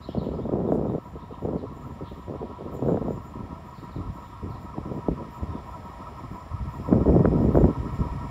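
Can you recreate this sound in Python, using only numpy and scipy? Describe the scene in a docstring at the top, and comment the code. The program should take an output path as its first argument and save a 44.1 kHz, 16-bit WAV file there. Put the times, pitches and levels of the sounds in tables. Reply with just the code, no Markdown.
"""Open fields beside a railway, one microphone in the wind, a train approaching from far away.
Its rumble is still faint, but the rails already sing: uneven wheels pulse a band near 1 kHz with each turn,
wheel roughness hisses, and flange contacts send thin steel sizzles ahead along the track.
Gusts buffet the microphone with thuds, slaps and crackle. A few small birds chirp in the stubble,
and dry grass swishes once."""
import sys
import numpy as np
from scipy import signal
from scipy.fft import rfft, irfft, next_fast_len
from scipy.io import wavfile
from scipy.ndimage import uniform_filter1d, map_coordinates

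SR = 44100
rng = np.random.default_rng(int(sys.argv[2]) if len(sys.argv) > 2 else 0)


def transcribe(u):
    """Save the signal u as a 16-bit wav file named by the first command-line argument.

    u: samples, shape (n,) or (channels, n), limited to [-1, 1]; the rate is SR.
    q: integer samples, one column per channel.
    """
    v = np.clip(np.atleast_2d(u).T, -1, 1)
    q = np.round(v * 32767).astype(np.int16)
    wavfile.write(sys.argv[1], SR, q)


N = 366030
TIME = np.arange(N) / SR
FFT_SIZE = next_fast_len(N + SR)
FREQS = np.fft.rfftfreq(FFT_SIZE, 1 / SR)


def amp(db):
    """Decibels to gain."""
    return 10 ** (np.asarray(db) / 20)


def unit(x):
    """Scale to rms 1."""
    return x / np.sqrt(np.mean(x ** 2) + 1e-20)


def along(points):
    """(Hz, value) points read on a log-frequency axis."""
    hz, value = np.transpose(points)
    return np.interp(np.log(FREQS + 1), np.log(np.sort(hz)), value)


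def wobble(rate):
    """A smooth random curve, rate knots a second."""
    return map_coordinates(rng.standard_normal(int(N * rate / SR) + 4), [TIME * rate])


def swell(start, length, attack_s, release_s):
    """Gain that rises, holds until the length is over, then dies away exponentially."""
    t = TIME - start
    return np.clip(t / attack_s + .5, 0, 1) * np.exp(-np.maximum(t - length, 0) / release_s)


def filtered(x, response):
    """x through a frequency response."""
    return irfft(rfft(x, FFT_SIZE) * response, FFT_SIZE)[:N]


def causal(spectrum):
    """Minimum-phase response of (Hz, dB) points."""
    cepstrum = irfft(np.log(amp(along(spectrum))), FFT_SIZE)
    cepstrum[1:FFT_SIZE // 2] *= 2
    cepstrum[FFT_SIZE // 2 + 1:] = 0
    return np.exp(rfft(cepstrum))


def dispersed(delays):
    """All-pass response in which each frequency has its own travel time."""
    return np.exp(-2j * np.pi * np.cumsum(along(delays)) * SR / FFT_SIZE)


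def noise(spectrum, drive=1):
    """Noise of rms 1, stirred by a drive and then coloured."""
    return unit(filtered(drive * rng.standard_normal(N), causal(spectrum)))


# dry grass in the field: (frequency [Hz], level [dB])
GRASS_SPECTRUM = [(2000, -21), (4500, -1), (8000, 3.5), (12000, -1), (15500, -6)]


def grass(at_s, width_s, db):
    """Dry grass brushes once in a gust."""
    return amp(db) * np.exp(-((TIME - at_s) / width_s) ** 2) * noise(GRASS_SPECTRUM)


# birds out in the stubble:
# (time [s], length [s], start pitch [Hz], end pitch [Hz], direct level [dB], rasp [share of pitch])
BIRD_CHIRPS = [(0.01, 0.067, 3950, 3980, -52.5, 0.055), (0.01, 0.043, 4800, 5150, -63, .04),
               (0.058, 0.091, 5370, 4900, -63, 0.05), (0.066, 0.085, 3000, 3560, -54.5, 0.072),
               (0.169, .03, 4100, 4520, -55.5, 0.024), (0.187, 0.028, 4420, 3400, -53, .02),
               (0.222, 0.054, 3500, 3100, -58, 0.093), (0.328, .06, 5070, 4800, -66, 0.033),
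               (0.388, .07, 3370, 3760, -62.5, 0.045), (0.657, 0.058, 4070, 3150, -65.5, .02),
               (0.866, 0.058, 3920, 3430, -66, .1), (1.17, 0.084, 3640, 3340, -64, .1),
               (1.305, 0.069, 3620, 3140, -62, 0.14), (1.571, 0.054, 4420, 3350, -61, .08),
               (2.029, 0.11, 3900, 3310, -57.5, .13), (2.253, 0.55, 3690, 3170, -67, 0.17),
               (2.653, .45, 3680, 3300, -69.5, .14), (3.724, .12, 4780, 3730, -63, 0.094),
               (3.908, 0.033, 4800, 3230, -61.5, .03), (3.951, 0.03, 4600, 3040, -59, .03),
               (4.191, 0.17, 3950, 3100, -66, 0.032), (4.497, .035, 4900, 3360, -62, .02),
               (4.54, 0.031, 4660, 3200, -60.5, .02), (5.482, 0.15, 3780, 3170, -67, .02)]


def birds(wet, t60_s):
    """Short glides, some clear and some rasping, scattered by the open ground."""
    direct = np.zeros(N)
    jitter = wobble(900)
    for start, length, start_hz, end_hz, db, rasp in BIRD_CHIRPS:
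        span = slice(round(start * SR), round((start + length) * SR))
        progress = np.linspace(0, 1, len(TIME[span]))
        glide = start_hz * (end_hz / start_hz) ** (progress ** 1.2)
        pitch = glide * (1 + rasp * jitter[span])
        direct[span] += amp(db) * np.sin(np.pi * progress) * np.sin(2 * np.pi * np.cumsum(pitch) / SR)
    tail = rng.standard_normal(SR // 2) * amp(-60 * TIME[:SR // 2] / t60_s)
    return direct + wet * signal.fftconvolve(direct, tail / np.linalg.norm(tail))[:N]


# the breeze at the microphone between gusts: (time [s], strength [dB])
BREEZE_STRENGTH = [(0, -43), (1.1, -47), (1.9, -43), (2.6, -47.5), (3.6, -47.5), (4.25, -47), (4.7, -42),
                   (5.3, -46.5), (6.1, -46.5), (6.5, -52), (7.3, -30.5), (8.3, -49)]
# gusts and puffs on the microphone: (time [s], length [s], strength [dB], brightness [dB])
MIC_GUSTS = [(0.155, 0.031, -26.5, 1), (0.21, 0.27, -32.5, 3.5), (0.519, 0.433, -28, 5),
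             (1.128, 0.04, -36.5, -3), (1.302, 0.025, -36.5, 5.5), (1.421, 0.14, -29.5, 3.5),
             (1.611, 0.036, -34, 3), (2.01, 0.01, -34.5, 6.5), (2.11, 0.011, -36, 6.5),
             (2.272, 0.086, -40.5, 7.5), (2.406, 0.093, -42, 7), (2.584, 0.23, -39, 6.5),
             (2.824, 0.15, -28, 3), (2.886, 0.047, -27, 10), (3.013, .1, -30.5, 2.5),
             (3.12, 0.056, -34, -2), (3.344, 0.093, -40, -8), (3.50, 0.014, -38, -5),
             (3.82, 0.033, -44, -11), (3.959, .07, -35, -6.5), (4.055, 0.047, -40.5, -18.5),
             (4.422, 0.045, -33.5, -7.5), (4.485, 0.155, -47, -11), (4.738, 0.057, -37, 3.5),
             (4.85, 0.047, -34.5, 0.5), (4.914, 0.064, -32.5, 2), (5.086, 0.035, -26, -2.5),
             (5.177, 0.05, -34.5, 1), (5.421, 0.023, -32, -8), (5.479, .12, -37.5, -3),
             (6.236, .02, -39.5, -14), (6.309, .02, -33.5, -9), (6.511, 0.039, -43.5, -21.5),
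             (6.586, .1, -46.5, -24.5), (6.767, 0.046, -36, -14), (6.88, 0.035, -28.5, 3),
             (6.916, 0.1, -21, 0), (7.057, 0.15, -18, 0), (7.248, 0.028, -19.5, -4),
             (7.31, 0.2, -22.5, -1.5), (7.539, 0.15, -19, -2), (7.77, .12, -33.5, -6),
             (7.922, 0.033, -42, -17), (7.992, 0.014, -21.5, -9.5), (8.037, 0.021, -31, -6),
             (8.109, 0.049, -35.5, -18.5), (8.2, 0.13, -39.5, -11)]


def airflow():
    """Gains of the slow, middle and fast eddies: a bright gust has more fast vortices and less thud."""
    breeze_db = np.interp(TIME, *np.transpose(BREEZE_STRENGTH))
    flows = [(amp(breeze_db), -5)]  # gain, brightness in dB
    for start, length, db, bright_db in MIC_GUSTS:
        flows.append((amp(db) * swell(start, length, attack_s=.014, release_s=.019), bright_db))
    power = np.zeros((3, N))
    for gain, bright_db in flows:
        thud_db, fast_db = -4.5 - .8 * bright_db, -7.5 + bright_db
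        power += np.outer(amp([thud_db, 0, fast_db]) ** 2, gain ** 2)
    return np.sqrt(power)


# slow eddies right on the microphone: (frequency [Hz], level [dB])
THUD_SPECTRUM = [(15, -57), (28, -25.5), (42, -12.5), (62, -2.5), (95, -3.5), (130, -6.5), (200, -19.5),
                 (400, -44.5), (800, -84)]


def slow_eddies():
    """Low turbulence of rms 1 that arrives in short lumps."""
    lumps = amp(6.425 * np.tanh(wobble(36) / 2))
    lumps /= np.sqrt(np.abs(uniform_filter1d(lumps ** 2, size=SR // 8)))
    return noise(THUD_SPECTRUM, lumps)


# a vortex slows as it spreads over the microphone port, so its lows come last: (frequency [Hz], delay [s])
PORT_DELAY = [(60, 0.0059), (200, 0.0033), (500, 0.002), (1500, 0.00071)]


def vortices(spectrum, per_s, spread_db):
    """Turbulence of rms 1: a hail of pressure kicks of uneven size, each a short falling chirp."""
    count = int(per_s * N / SR)
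    timing, size, sign = rng.random((count, 3)).T
    at = ((np.arange(count) + 2 * timing) * N / count).astype(int) % N
    kicks = np.bincount(at, np.sign(sign - .5) * amp(spread_db * size ** 2), N)
    kicks /= np.sqrt(np.abs(uniform_filter1d(kicks ** 2, size=SR // 16)) + 1e-9)
    return unit(filtered(kicks, causal(spectrum) * dispersed(PORT_DELAY)))


# middle vortices, fast vortices and sharp cracks at the port: (frequency [Hz], level [dB])
MID_SPECTRUM = [(40, -37.5), (90, -14), (140, 1.5), (230, 1), (320, -4.5), (450, -12.5), (700, -31.5),
                (1500, -58), (4000, -95.5)]
FAST_SPECTRUM = [(80, -58.5), (250, -5), (400, 3), (520, 0.5), (680, -7), (1000, -18.5), (1500, -34.5),
                 (2500, -56.5), (5000, -80)]
CRACK_SPECTRUM = [(200, -29), (700, 0), (1300, 13), (2000, -4.5), (2600, -22.5), (3600, -37.5), (8000, -75)]


def wind():
    """Slow eddies thud on the microphone; gusts add smaller, faster vortices, and the strongest crackle."""
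    slow_gain, mid_gain, fast_gain = airflow()
    slow = slow_gain * slow_eddies()
    mid = amp(-.5) * mid_gain * vortices(MID_SPECTRUM, per_s=240, spread_db=14.5)
    fast = fast_gain * vortices(FAST_SPECTRUM, per_s=300, spread_db=17.5)
    crackle = amp(-24) * fast_gain ** 1.6 * vortices(CRACK_SPECTRUM, per_s=160, spread_db=16.5)
    # a light breeze comes and goes in separate puffs; a full gust is nearly continuous
    gap_depth = np.interp(20 * np.log10(mid_gain), [-45, -25], [.55, .12])
    sputter = (1 + gap_depth * np.tanh(2.9 * wobble(42))) / np.sqrt(1 + gap_depth ** 2 / 2)
    return slow + sputter * (mid + fast + crackle)


# the thump of one big vortex: (frequency [Hz], level [dB])
THUMP_SPECTRUM = [(30, -41.5), (90, -12), (200, 2.5), (450, 3), (700, -5), (1100, -23.5), (2000, -49),
                  (4000, -64.5), (8000, -93.5)]
# hard slaps of air on the microphone: (time [s], thump peak [dB], crack against the thump [dB])
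AIR_SLAPS = [(0.087, -21.5, -37), (0.147, -18.5, -38), (0.286, -18, -46), (0.49, -18.5, -30),
             (0.523, -27, -37), (0.556, -19.5, -37), (0.649, -20, -35), (0.720, -9, -21),
             (0.979, -20, -38.5), (1.448, -18, -39), (1.485, -18.5, -38), (2.427, -24, -34),
             (2.822, -16.5, -36), (2.859, -16, -34), (2.883, -10.5, -21), (2.972, -17.5, -14),
             (3.081, -18, -40), (4.779, -19, -36), (5.083, -11, -46), (5.429, -28, -40), (6.923, -5, -38),
             (6.931, -22.5, -3), (7.059, -15.5, -25), (7.084, -13, -20), (7.161, -6.5, -30),
             (7.245, -7.5, -45), (7.255, -9, -6.5), (7.545, -13, -24), (7.554, -10, -12.5),
             (7.571, -5.5, -31), (7.584, -11.5, -16), (7.613, -12, -25), (7.641, -11, -20),
             (7.997, -25, -40)]


def slaps():
    """A big vortex that hits the port gives one falling thump, sometimes with a sharp crack."""
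    length = SR // 20
    thump = irfft(causal(THUMP_SPECTRUM) * dispersed(PORT_DELAY), FFT_SIZE)[:length]
    crack = irfft(causal(CRACK_SPECTRUM), FFT_SIZE)[:length]
    crack /= np.abs(crack).max()
    out = np.zeros(N)
    for start, db, crack_db in AIR_SLAPS:
        flutter = rng.standard_normal(length) * np.exp(-TIME[:length] / .0043)
        slap = thump + .088 * signal.fftconvolve(flutter, thump)[:length]
        slap /= np.abs(slap).max()
        out[round(start * SR):][:length] += amp(db) * (slap + amp(crack_db) * crack)
    return out


# the train heard through the air, far across the fields: (frequency [Hz], level [dB])
RUMBLE_SPECTRUM = [(20, -40), (45, 0), (75, 9.5), (150, -5.5), (300, -13.5), (480, -13), (650, -4.5),
                   (780, -6.5), (870, -10), (1400, -31.5), (3000, -64)]


def rumble(start_db, db_per_s):
    """Airborne rumble wavers and grows as the train nears."""
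    return amp(start_db + db_per_s * TIME + 1.7 * wobble(7.3)) * noise(RUMBLE_SPECTRUM)


# rolling hiss from the distant wheels: (frequency [Hz], level [dB])
HISS_SPECTRUM = [(400, -2.5), (1400, -1.5), (1750, 3.5), (2400, -3.5), (2650, -4), (3300, -5.5),
                 (4700, -12), (5700, -13), (6600, -20), (8500, -21.5), (12000, -23), (15500, -33)]
# resonances of the rail section: (frequency [Hz], width [Hz], level [dB])
SECTION_MODES = [(1866, 80, 10), (2244, 110, 3.5), (2430, 110, 0), (5090, 300, -5.5), (5480, 110, -4.5),
                 (7280, 230, -8), (9570, 240, -17.5), (9920, 360, -17.5)]


def rolling():
    """Wheel roughness hisses; the resonances of the rail section stand out more as the train nears."""
    mode_power = sum(amp(db) ** 2 / (1 + ((FREQS - hz) / width * 2) ** 2) ** 2
                     for hz, width, db in SECTION_MODES)
    ring = unit(filtered(rng.standard_normal(N), np.sqrt(mode_power)))
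    ring_db = -72.5 + 1.73 * TIME + .8 * wobble(6)
    hiss_db = -62.57 + .82 * TIME + .75 * wobble(2.8)
    return amp(hiss_db) * noise(HISS_SPECTRUM) + amp(ring_db) * ring


# flanges brushing the rail far up the line: (time [s], length [s], contact strength [dB])
FLANGE_BRUSHES = [(.02, .07, -80), (0.206, 0.049, -74), (0.674, .08, -76), (1.02, .07, -74),
                  (1.4, .04, -75), (1.73, .19, -73.5), (2.08, .11, -74), (2.719, 0.036, -64.5),
                  (2.847, .06, -70.5), (3.075, 0.072, -71.5), (3.22, .05, -70), (3.642, 0.044, -71),
                  (3.76, .09, -75.5), (3.92, .03, -76), (4.11, 0.18, -73.5), (4.487, .04, -73),
                  (4.6, .04, -73.5), (4.92, .05, -73), (5.306, 0.056, -67.5), (5.653, .09, -72.5),
                  (5.84, .05, -74), (6.155, .05, -74), (6.31, 0.057, -71), (6.69, .08, -69.5),
                  (6.823, .05, -71), (7.05, .1, -81.5), (7.401, .04, -71.5), (7.533, .07, -64.5),
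                  (7.913, 0.047, -68)]
# the steel sizzle, the rail wave that cuts on near 7 kHz, and thin wheel tones:
# (frequency [Hz], level [dB])
SIZZLE_SPECTRUM = [(6000, -69), (9000, -26.5), (10800, -11), (11600, 0), (12800, -6.5), (13600, -5.5),
                   (14300, 4), (15700, -7.5)]
ZING_SPECTRUM = [(5500, -68), (6880, -31.5), (7000, 6), (7280, -2.5), (7450, -5), (7900, -18), (9000, -38)]
THIN_TONES = [(11390, -2), (11630, 0.5), (12513, 2.5), (13428, 0), (13824, -1.5), (14077, -1.5), (14300, 4)]


def flanges(lag_s):
    """Flange contacts sizzle down the rail; the slower 7 kHz wave arrives just after the highest ones."""
    brushes = sum(amp(db) * swell(start, length, attack_s=.025, release_s=.04)
                  for start, length, db in FLANGE_BRUSHES)
    fading_floor = amp(-82.5 - .7 * TIME + 2.5 * wobble(9))
    contact = np.hypot(brushes, fading_floor)
    sizzle = contact * amp(-1.2 + 1.3 * wobble(60)) * noise(SIZZLE_SPECTRUM)
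    late_contact = np.interp(TIME - lag_s, TIME, contact)
    rising_floor = amp(-89 + .89 * TIME)
    zing = (amp(-3 + 1.8 * wobble(9.5)) * late_contact + rising_floor) * noise(ZING_SPECTRUM)
    tones = sum(amp(db + 4 * wobble(3)) * np.sin(2 * np.pi * hz * TIME + wobble(25))
                for hz, db in THIN_TONES)
    ring = amp(-9) * uniform_filter1d(late_contact, size=SR // 4) * unit(tones)
    return sizzle + zing + ring


# uneven wheels on the distant train, one pulse each per turn: (place in the turn [0-1], level [dB])
WHEEL_PULSES = [(.06, -15.5), (.28, -7.5), (0.929, -7)]
# the rail's pass band for bending waves, set by the sleeper spacing, and the steady ring at its foot:
# (frequency [Hz], level [dB])
PASS_BAND = [(600, -61), (880, -25), (915, -17), (938, -3.5), (975, 0), (1040, -6.5), (1100, -4.5),
             (1160, -13), (1230, -8.5), (1300, -5.5), (1360, -8.5), (1395, -41), (1700, -67.5)]
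BAND_FOOT_RING = [(700, -59), (905, -24), (938, -1.5), (970, -6), (1010, -12), (1100, -10), (1250, -52)]
# travel through the rail, slowest at the band edges: (frequency [Hz], delay [s])
TRAVEL_TIME = [(900, .024), (970, .015), (1080, 0.0047), (1200, 0.0013), (1290, 0.0018), (1370, 0.019)]


def singing_rail(turn_hz, pulse_turns, db_per_s):
    """Uneven wheels shake the rail once a turn; the rail smears each pulse towards its band edges."""
    drive = amp(-12)  # smooth rolling under the pulses
    for place, db in WHEEL_PULSES:
        turns_away = (turn_hz * TIME - place + .5) % 1 - .5
        drive = drive + amp(db) * np.exp(-(turns_away / pulse_turns) ** 2)
    shake = noise(PASS_BAND, drive * amp(.5 * wobble(8.9)))
    pulsing = amp(-51.73) * filtered(shake, dispersed(TRAVEL_TIME))
    ring = amp(-57.5) * noise(BAND_FOOT_RING)
    return amp(db_per_s * TIME) * (pulsing + ring)


def scene():
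    """One spot by the track: birds and grass around, the train far off, wind right on the microphone."""
    field = birds(wet=.88, t60_s=.9) + grass(at_s=.745, width_s=.028, db=-68)
    far_rumble = rumble(start_db=-52, db_per_s=1.17)
    song = singing_rail(turn_hz=5.98, pulse_turns=.08, db_per_s=1)
    rails = song + rolling() + flanges(lag_s=.019)
    return (field + wind() + slaps() + far_rumble + rails)[None]


def record(dry):
    """The mono microphone channel keeps nothing above its band limit."""
    top_hz = 15750
    return filtered(dry[0], FREQS < top_hz)[None]


dry = scene()
out = record(dry)
transcribe(out)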